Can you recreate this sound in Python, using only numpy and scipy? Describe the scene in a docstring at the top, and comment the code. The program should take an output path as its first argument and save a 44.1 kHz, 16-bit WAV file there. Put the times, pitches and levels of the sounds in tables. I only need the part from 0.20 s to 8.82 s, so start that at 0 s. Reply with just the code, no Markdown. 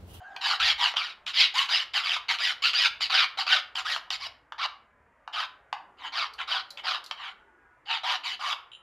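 """A hand file cuts a brass key blank on a wooden block, close by; walls answer, a street murmurs far off.
0-0.5 s: distant horn tones. Up to 4.1 s: brisk back and forward strokes, tooth strikes plus torn-chip noise,
each an arch of speed and pressure; noise-burst taps on key and block; brief squeals at 1.5-3 s.
4.1-8.4 s: sparser strokes and taps; light metal ticks at 6.1-6.9 s, faint horn tones at 7-7.5 s.
8.5 s: a key ring jingles, as a sum of decaying modes."""
import sys
import numpy as np
from scipy import signal
from scipy.fft import rfft, irfft, next_fast_len
from scipy.io import wavfile
from scipy.ndimage import uniform_filter1d, map_coordinates

SR = 44100
rng = np.random.default_rng(int(sys.argv[2]) if len(sys.argv) > 2 else 0)


def wav_record(signal):
    """Record a signal, one row per channel, as 16-bit PCM in the file named by sys.argv[1]."""
    frames = np.transpose(np.atleast_2d(signal))
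    bounded = np.clip(frames, -1, 1)
    # unit amplitude maps onto the largest positive 16-bit level
    quanta = np.round(bounded * 32767).astype(np.int16)
    wavfile.write(sys.argv[1], SR, quanta)


N = 380141

# far traffic colour: f/Hz, density/(dB per Hz)
STREET_COLOUR = [(25, -16.5), (55, -9), (170, -12.5), (330, -9), (600, -5.5), (1000, -5.5), (1550, -6.5),
                 (2000, -9), (4000, -35.5), (8000, -37), (14000, -48.5)]
# traffic swell: t/s, level/dB (only the departure from the mean counts)
STREET_SWELL = [(0.0, -75), (3.26, -74), (4.53, -78.5), (6.66, -72.5), (7.35, -76), (8.6, -78)]
# distant horn tones: start/s, end/s, f/Hz, level/dB
HORNS = [(0, 0.488, 736, -52), (0.077, 0.49, 789, -49.5), (0, 0.3, 1543, -55), (0.049, 0.43, 1620, -49),
         (6.951, 7.555, 1460, -66), (7.38, 7.48, 1627, -66)]
# shifts of the hand holding the microphone: start/s, end/s, level/dB
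HANDLING = [(0.398, 0.452, -54.5), (0.524, 0.656, -64), (2.68, 2.857, -68), (3.926, 4.102, -65)]
# wall answer: f/Hz, t60/s
ROOM_T60 = [(200, .35), (1000, 0.48), (3000, 0.34), (5000, 0.27), (8000, 0.22), (14000, 0.36)]
# key ring nudges: t/s, level/dB
JINGLES = [(8.517, -40.5), (8.533, -40), (8.549, -41)]
# key ring modes: f/Hz, level/dB, t60/s
RING_MODES = [(2840, -1, 0.029), (3070, 2.5, .035), (3850, -6.5, 0.033), (7170, -31, 0.13),
              (9550, -33, .22)]
# light touches of loose metal: t/s, level/dB (before trim), ring f/Hz
TICKS = [(6.1355, -35, 4620), (6.5042, -31, 4400), (6.84, -35, 4740), (6.8608, -31, 4530)]
# file lands on the key or catches in the cut: t/s, level/dB (before trim), knock re click/dB (before trim)
TAPS = [(0.163, -23, -3.5), (0.6085, -21, -12.5), (0.738, -28, 5.5), (0.7679, -10.5, -12.5),
        (1.065, -19, -15), (1.491, -19, -10), (1.7398, -18, -18), (1.965, -19, -1), (2.186, -17.5, -18),
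        (2.533, -16, -21), (2.8063, -20.5, -1.5), (3.1736, -27, 0), (3.267, -21, 1), (3.5548, -15.5, -19),
        (3.7616, -19, 3), (3.9036, -14, -9.5), (4.0655, -27.5, -1.5), (4.3213, -28.5, 9), (4.4524, -26, -4),
        (5.0762, -31.5, 11.5), (5.5274, -20, 6.5), (6.188, -29, -5.5), (6.573, -23, -23),
        (6.747, -18, -1.5), (6.9106, -16, -3), (8.3273, -17, -3)]
# landing, steel on brass: f/Hz, density/(dB per Hz)
CLICK_COLOUR = [(300, -54), (1500, -22), (2300, 0.5), (3100, 3.5), (4000, -4.5), (4800, -6), (6000, -18),
                (8500, -34.5), (14000, -40.5)]
# landing, block beneath: f/Hz, density/(dB per Hz)
KNOCK_COLOUR = [(150, -50.5), (480, -21.5), (720, 1), (1200, 6), (2000, -5), (5000, -59.5)]
# file sticks and sings: start/s, end/s, first f/Hz, last f/Hz, level/dB
SQUEALS = [(1.5, 1.57, 4750, 5100, -31), (1.845, 1.895, 4720, 4950, -33.5), (2.195, 2.25, 4750, 5000, -34),
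           (2.545, 2.6, 4620, 4950, -28), (3.01, 3.045, 2310, 2310, -26.5)]
# back strokes: start/s, end/s, top tooth rate/Hz, chatter power share/0-1, body/dB, edge/dB, hiss/dB,
# level at hardest point/dB, hardest point/0-1 of stroke, sag at the ends/dB
BACK_STROKES = [(0, 0.197, 910, 0, 21.5, -12, 5, -58, 0.8, 0),
                (0.209, 0.364, 1252, 0, 11, 0, 0.5, -24.5, 0.64, 11),
                (0.578, 0.723, 1050, 0.04, 5.5, -4.5, -2.5, -23.5, 0.42, 16),
                (1.061, 1.121, 1456, 0.03, 2.5, -6, -1, -32.5, 0.4, 8),
                (1.337, 1.466, 1103, 0.15, 3, -7.5, 0.5, -23.5, 0.32, 14),
                (1.733, 1.83, 1307, 0, 9, -5, -2.5, -24.5, 0.28, 15.5),
                (2.082, 2.163, 1406, 0, 5.5, -9, -4, -23, 0.27, 13),
                (2.42, 2.515, 1412, 0.21, -5, -1, -1.5, -21, 0.35, 12.5),
                (2.803, 2.876, 1450, 0, -1.5, -0.5, -1.5, -25, 0.26, 15.5),
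                (3.171, 3.243, 1153, 0.04, 10.5, 2.5, 0, -26.5, 0.36, 14.5),
                (3.549, 3.622, 1106, 0.01, 10.5, -6, 1, -30, 0.58, 12),
                (3.902, 3.962, 1095, 0, 5, 0, 2.5, -31, 0.4, 6.5),
                (5.769, 5.902, 1048, 0.13, 11.5, -15, -5, -36, 0.81, 29),
                (6.179, 6.242, 1050, 0, 10.5, -17, -7.5, -31.5, 0.47, 14),
                (6.57, 6.608, 1050, 0.01, 6.5, -19, -4, -39, 0.9, 7),
                (6.974, 7.123, 1204, 0.03, 10.5, -14, -8.5, -37, 0.6, 12.5),
                (7.653, 7.806, 944, 0.09, 5.5, -8, -8.5, -27.5, 0.53, 29),
                (8.034, 8.155, 1098, 0.02, 2, -6.5, -1.5, -29, 0.36, 12)]
# forward strokes: columns as BACK_STROKES
FORWARD_STROKES = [(0.394, 0.531, 1903, 0.1, 4, 1.5, 0.5, -21, 0.56, 7),
                   (0.758, 0.93, 1412, 0.04, 6, 1, -0.5, -29.5, 0, 16.5),
                   (1.132, 1.278, 2144, 0.06, -2.5, 3, -1, -19, 0.64, 14.5),
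                   (1.482, 1.633, 1954, 0.04, 5.5, -1, 2.5, -24.5, 0.36, 10.5),
                   (1.832, 1.976, 1954, 0.02, 5, -4.5, 1.5, -26.5, 0.7, 6.5),
                   (2.186, 2.328, 1977, 0.11, 3.5, -3, 2.5, -25.5, 0.63, 9),
                   (2.529, 2.681, 1913, 0.06, 1, -0.5, 0.5, -22.5, 0.75, 7),
                   (2.895, 3.055, 1549, 0.06, 7.5, 2.5, -1.5, -19.5, 0.54, 9),
                   (3.262, 3.401, 1544, 0.06, 6, -1, -1, -22, 0.51, 11),
                   (3.646, 3.779, 1904, 0.32, 12, 1, 9.0, -28.5, 0.57, 9.5),
                   (3.994, 4.078, 1150, 0.21, -2, 7, 7.0, -35, 0.89, 12),
                   (4.378, 4.464, 1299, 0.28, 8.5, 2.5, -2.5, -27, 0.97, 12.5),
                   (5.125, 5.256, 1299, 0.04, 12, -2.5, 0.5, -29.5, 0.66, 9.5),
                   (5.919, 6.071, 1305, 0.04, 12.5, 4, -1, -27.5, 0.51, 14),
                   (6.271, 6.414, 1542, 0.01, 11, 1.5, -1, -26.5, 0.4, 12.5),
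                   (6.633, 6.782, 1406, 0, 12, 1.5, -2, -26.5, 0.41, 15.5),
                   (7.83, 7.971, 1016, 0.15, 9, -2, 1.5, -26.5, 0.64, 9.5),
                   (8.19, 8.344, 1150, 0.17, 10.5, -4.5, 4, -28.5, 0.7, 13)]
# rasp colour, back: f/Hz, density/(dB per Hz)
BACK_COLOUR = [(350, -81.5), (517, -32), (739, -11.5), (905, -7), (1690, -6), (1970, -2.5), (2450, -3),
               (3010, 6.5), (3510, -2.5), (4300, 4), (5870, -14), (7190, -19), (8270, -28), (14500, -36.5)]
# rasp colour, forward: f/Hz, density/(dB per Hz)
FORWARD_COLOUR = [(350, -68.5), (517, -43), (567, -18), (728, -13), (964, -9.5), (1200, -5.5), (1560, -6.5),
                  (2100, -5.5), (3010, 3.5), (4950, -7.5), (5690, -14.5), (7900, -32.5), (10500, -36),
                  (14500, -43)]
# resonances of file, key and block: f/Hz, width/Hz, relative level/dB
WORK_MODES = [(758, 33, -1), (1186, 38, -10.5), (1390, 40, -10.5), (1525, 45, -8), (2230, 140, -3.5),
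              (3036, 160, -10), (3860, 150, -3.5), (4704, 370, -1.5)]
# teeth dig in, rasp swells: t/s, rise/dB
CATCHES = [(0.265, 2.5), (0.506, 3), (0.642, 1.5), (1.21, 4.8), (2.621, 2.5), (2.662, 4.5), (3.334, 4.5),
           (4.447, 3.5), (5.985, 3), (7.712, 3.5), (7.783, 5.5), (8.33, 4)]
# side gain of a second noise draw: f/Hz, gain/dB
SIDE_GAIN = [(3700, -69), (5000, -33), (6500, -14), (14000, -6.5)]
# microphone treble ripple: f/Hz, gain/dB
MIC_RIPPLE = [(6700, -0.5), (7150, 3), (7900, -2), (10500, 2), (12000, -2.5), (12500, 1)]

STREET_RMS_DB = -62  # before the swell
GRIT_DB = 2.8  # bound on the uneven bite of the teeth
SPILL_S, RELEASE_S = .04, .005  # room after a stroke; time constant of letting go
WHIRR_DB, WHIRR_OCTAVES, UNDER_DB = 1, 0.12, -5  # rise at the tooth rate, its width, gain from half an octave down
CATCH_S_PER_DB = .0028  # a deeper bite takes longer to tear free
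TOP_HZ = 14350  # upper band limit


def amp(db):
    """Decibels to gain."""
    return 10 ** (np.asarray(db) / 20)


def unit(x):
    """Scale to rms 1."""
    return x / np.sqrt(np.mean(x ** 2) + 1e-20)


def along(points, hz):
    """Interpolate (f/Hz, value) points on a log frequency axis."""
    f, v = np.transpose(points)
    return np.interp(np.log(hz + 1), np.log(f + 1), v)


def wobble(rate_hz, size):
    """Smooth random curve with rate_hz knots a second."""
    knots = rng.standard_normal(int(size * rate_hz / SR) + 4)
    return map_coordinates(knots, [np.arange(size) * rate_hz / SR])


def filtered(x, response):
    """Filter x by a real gain over frequency."""
    n = x.shape[-1]
    m = next_fast_len(n + 8192)
    return irfft(rfft(x, m) * response(np.fft.rfftfreq(m, 1 / SR)), m)[..., :n]


def impulse(points, size=2048):
    """Causal (minimum-phase) impulse response of a spectrum, peak 1."""
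    cepstrum = irfft(np.log(amp(along(points, np.fft.rfftfreq(size, 1 / SR)))))
    fold = np.r_[1, np.full(size // 2 - 1, 2), np.zeros(size // 2)]
    h = irfft(np.exp(rfft(cepstrum * fold)))
    return h / np.abs(h).max()


def add(track, start_s, sound):
    """Mix a sound into a track at start_s."""
    i = max(0, round(start_s * SR))
    track[i:i + len(sound)] += sound[:max(0, N - i)]


def gate(t, start_s, end_s, rise_s, fall_s):
    """Linear rise from start_s, exponential fall after end_s."""
    return np.clip((t - start_s) / rise_s, 0, 1) * np.exp(-np.maximum(t - end_s, 0) / fall_s)


def patchy(x, depth_db, size, top_hz):
    """Narrow patches of sound swell and fade, more weakly above top_hz."""
    hz, _, z = signal.stft(x, SR, nperseg=size)
    field = uniform_filter1d(rng.standard_normal(z.shape), size=3, axis=0)
    field = uniform_filter1d(field, size=7, axis=1)
    depth = depth_db / (1 + (hz[:, None] / top_hz) ** 2)
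    return signal.istft(z * amp(depth * unit(field)), nperseg=size)[1][:len(x)]


def tone(length_s, first_hz, last_hz, waver_rad):
    """A tone wavering in phase and level that starts, glides and stops."""
    t = np.arange(int((length_s + .15) * SR)) / SR
    glide_hz = np.interp(t, [0, length_s], [first_hz, last_hz])
    phase = 2 * np.pi * np.cumsum(glide_hz) / SR + waver_rad * wobble(260, len(t))
    flutter = amp(3.2 * wobble(45.2, len(t)))
    return gate(t, 0, length_s, rise_s=0.01, fall_s=.015) * unit(flutter * np.sin(phase))


def traffic():
    """Far traffic merges into patchy coloured noise that swells slowly."""
    noise = patchy(rng.standard_normal(N), depth_db=3.8, size=2048, top_hz=2500)
    noise = unit(filtered(noise, lambda hz: amp(along(STREET_COLOUR, hz))))
    swell_db = np.interp(np.arange(N) / SR, *np.transpose(STREET_SWELL))
    return noise * amp(STREET_RMS_DB) * amp(swell_db - swell_db.mean())


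def horns():
    """Distant horns sound as steady-pitched, slightly wavering tones."""
    out = np.zeros(N)
    for start_s, end_s, hz, db in HORNS:
        add(out, start_s, amp(db) * tone(end_s - start_s, hz, hz, waver_rad=.45))
    return out


def handling_rumble():
    """Low noise from the hand on the microphone: a wandering floor and a few shifts."""
    colour = [(20, -23.5), (55, 4.0), (85, -3.0), (150, -14.5), (500, -65.5)]  # f/Hz, dB
    rumble = unit(filtered(rng.standard_normal(N), lambda hz: amp(along(colour, hz))))
    t = np.arange(N) / SR
    level = amp(-77.0 + 3.3 * wobble(7.3, N))
    for start_s, end_s, db in HANDLING:
        level = level + amp(db) * gate(t, start_s, end_s, rise_s=0.0081, fall_s=0.032)
    return rumble * level


def room(x, wet_db):
    """Walls answer with noise tails, t60 set by frequency; a fresh tail fades in every third of a second."""
    hop = SR // 3
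    window = np.sin(np.pi * np.arange(2 * hop) / (2 * hop))
    padded = np.pad(x, (hop, 2 * hop))
    wet = np.zeros(N + 3 * SR)
    for i in range(0, N + hop, hop):
        hz, t, z = signal.stft(rng.standard_normal(SR // 2), SR, nperseg=256)
        decay = amp(-60 * t / along(ROOM_T60, hz)[:, None])
        decay = decay + 1.1 * amp(-60 * t / 0.057)  # strong early part
        tail = signal.istft(z * decay, SR, nperseg=256)[1]
        echo = signal.fftconvolve(padded[i:i + 2 * hop] * window, tail / np.linalg.norm(tail))
        wet[i + int(.004 * SR):][:len(echo)] += echo
    return x + amp(wet_db) * wet[hop:hop + N]


def key_ring():
    """Each nudge excites the key ring's decaying modes anew, with unsteady phase."""
    out, t = np.zeros(N), np.arange(SR // 3) / SR
    for start_s, db in JINGLES:
        ring = np.zeros(len(t))
        for hz, mode_db, t60_s in RING_MODES:
            phase = 2 * np.pi * (hz * t + rng.random()) + .7 * wobble(600, len(t))
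            ring += amp(mode_db - 60 * t / t60_s) * np.sin(phase)
        add(out, start_s, amp(db) * ring * (1 - np.exp(-t / 0.0006)))
    return out


def ticks():
    """Loose metal touches lightly: a short noise scratch through one broad resonance."""
    out, t = np.zeros(N), np.arange(SR // 3) / SR
    for start_s, db, ring_hz in TICKS:
        scratch = rng.standard_normal(len(t)) * amp(-60 * t / 0.022) * (1 - np.exp(-t / 0.0033))
        colour = [(ring_hz / 2, -30), (ring_hz * 0.8, -13), (ring_hz, 0),
                  (ring_hz * 1.15, -13), (ring_hz * 1.7, -24), (14000, -30)]
        tick = signal.fftconvolve(scratch, impulse(colour))
        add(out, start_s, amp(db - 1.5) * tick / np.abs(tick).max())
    return out


def taps():
    """File meets key: a short crunch clicks in the metal; a crunch plus one blow knocks the block."""
    out, t = np.zeros(N), np.arange(SR // 20) / SR
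    click, knock = impulse(CLICK_COLOUR), impulse(KNOCK_COLOUR)
    for start_s, db, knock_db in TAPS:
        crunch = rng.standard_normal((2, len(t))) * amp(-60 * t / 0.012) * (1 - np.exp(-t / 0.0012))
        crunch[1, int(.0015 * SR)] += 2  # the blow
        high = signal.fftconvolve(crunch[0], click)
        low = signal.fftconvolve(crunch[1], knock)
        high, low = high / np.abs(high).max(), low / np.abs(low).max()
        add(out, start_s, amp(db - 3.5) * (high + amp(knock_db - 0.5) * low))
    return out


def squeals():
    """The file sticks and sings for a moment: wavering tones, most gliding up."""
    out = np.zeros(N)
    for start_s, end_s, first_hz, last_hz, db in SQUEALS:
        add(out, start_s, amp(db) * tone(end_s - start_s, first_hz, last_hz, waver_rad=1.7))
    return out


def sliding(x, reach_m, echo_db):
    """Bending waves return from the file's tip; as the reach changes, their peaks and notches glide."""
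    hz, s, z = signal.stft(x, SR, nperseg=256)
    metres = np.interp(s * SR, np.arange(len(x)), reach_m)
    cycles = 2 * metres * np.sqrt(hz[:, None] / 18)  # bending waves run faster with pitch
    return unit(signal.istft(z * amp(echo_db * np.cos(2 * np.pi * cycles)), nperseg=256)[1][:len(x)])


def whirr(x, rate_hz):
    """Unevenly spaced teeth pile noise up around their rate and thin it below; the band glides with speed."""
    hz, s, z = signal.stft(x, SR, nperseg=512, noverlap=384)
    octaves = np.log2((hz[:, None] + 1) / np.interp(s * SR, np.arange(len(x)), rate_hz))
    gain_db = WHIRR_DB * np.exp(-(octaves / WHIRR_OCTAVES) ** 2)
    gain_db = gain_db + UNDER_DB * np.clip(-2 * octaves, 0, 1)
    return signal.istft(z * amp(gain_db), nperseg=512, noverlap=384)[1][:len(x)]


def work_resonance(hz):
    """Gain of file, key and block: resonances add in power to a flat floor."""
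    power = 0.59
    for mode_hz, width_hz, db in WORK_MODES:
        power = power + amp(2 * db) * 2.48 / (1 + ((hz - mode_hz) / (width_hz / 2)) ** 2)
    return np.sqrt(power)


def bite(progress, level_db, hardest, sag_db):
    """The hand leans in towards the hardest point of a stroke and eases off: an arch in dB."""
    hardest = np.clip(hardest, .02, .98)
    away = np.maximum((hardest - progress) / hardest, (progress - hardest) / (1 - hardest))
    return amp(level_db - sag_db * away ** 2)


def digging(t):
    """Gain of the rasp where the teeth dig in."""
    return amp(sum(db * np.exp(-((t - s) / (CATCH_S_PER_DB * db)) ** 2) for s, db in CATCHES))


def stroke(row, colour, travel_m, slowing, jitter_hz, judder_db, attack_s):
    """Teeth strike the key's edge at a rate that follows the hand's speed; each tears off a noisy chip."""
    start_s, end_s, tooth_hz, chatter, body_db, edge_db, hiss_db, level_db, hardest, sag_db = row
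    t = start_s + np.arange(int((end_s - start_s + SPILL_S) * SR)) / SR
    n = len(t)
    progress = np.clip((t - start_s) / (end_s - start_s), 0, 1)
    rate_hz = tooth_hz * (1 - slowing * (2 * progress - 1) ** 2)
    teeth = np.cumsum(rate_hz + jitter_hz * wobble(698.8, n)) / SR
    strikes = np.sin(2 * np.pi * teeth) + amp(-7) * np.sin(4 * np.pi * teeth)
    strikes = strikes * (.4 + np.sin(np.pi * np.sqrt(progress)))  # clearest early in the stroke
    chips = rng.standard_normal(n) * (1 + 0.54 * np.cos(2 * np.pi * teeth))
    # contact travels along the blade
    reach_m = rng.uniform(.14, .22) - travel_m * np.cos(np.pi * progress) / 2
    chips = whirr(sliding(chips, reach_m, echo_db=4.3), rate_hz)
    chips = patchy(chips, depth_db=2.3, size=256, top_hz=20000)
    # firmer seat adds body, sharper corner adds edge, finer chips add hiss
    tilt = [(1300, body_db), (2300, 0), (3600, 0.0023), (4400, edge_db), (6500, hiss_db)]

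    def shape(hz):
        """Stroke colour, tilt and resonances together."""
        return amp(along(colour, hz) + along(tilt, hz)) * work_resonance(hz)

    # bounded bursts from uneven teeth, slower judder of the hand
    uneven = amp(GRIT_DB * np.tanh(wobble(800, n)) + judder_db * np.tanh(wobble(110, n)))
    share = np.clip(chatter, 0, 1)
    rasp = np.sqrt(share) * unit(filtered(strikes * uneven, shape))
    rasp = rasp + np.sqrt(1 - share) * unit(filtered(chips * uneven, shape))
    pressure = bite(progress, level_db, hardest, sag_db) * digging(t)
    return rasp * pressure * gate(t, start_s, end_s, attack_s, RELEASE_S)


def filing():
    """All back and forward strokes, with the squeals of the sticking file."""
    out = squeals()
    for row in BACK_STROKES:
        add(out, row[0], stroke(row, BACK_COLOUR, travel_m=0.037, slowing=0.32,
                                jitter_hz=55, judder_db=1.0, attack_s=.004))
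    for row in FORWARD_STROKES:
        add(out, row[0], stroke(row, FORWARD_COLOUR, travel_m=0.064, slowing=.48,
                                jitter_hz=70.5, judder_db=0.9, attack_s=0.0077))
    return out


def scene():
    """Mid holds all sources; faint high hiss at the sides follows the strokes."""
    outside = traffic() + horns() + handling_rumble()
    metal = room(key_ring() + ticks() + taps(), wet_db=-3.5)
    mid = outside + metal + room(filing(), wet_db=-7.5)
    side = filtered(filing(), lambda hz: amp(along(SIDE_GAIN, hz)))
    return np.array([mid + side, mid - side])


def record(dry):
    """The microphone ripples the treble; nothing passes from TOP_HZ up."""
    return filtered(dry, lambda hz: amp(along(MIC_RIPPLE, hz)) * (hz < TOP_HZ))


dry = scene()
out = record(dry)
wav_record(out)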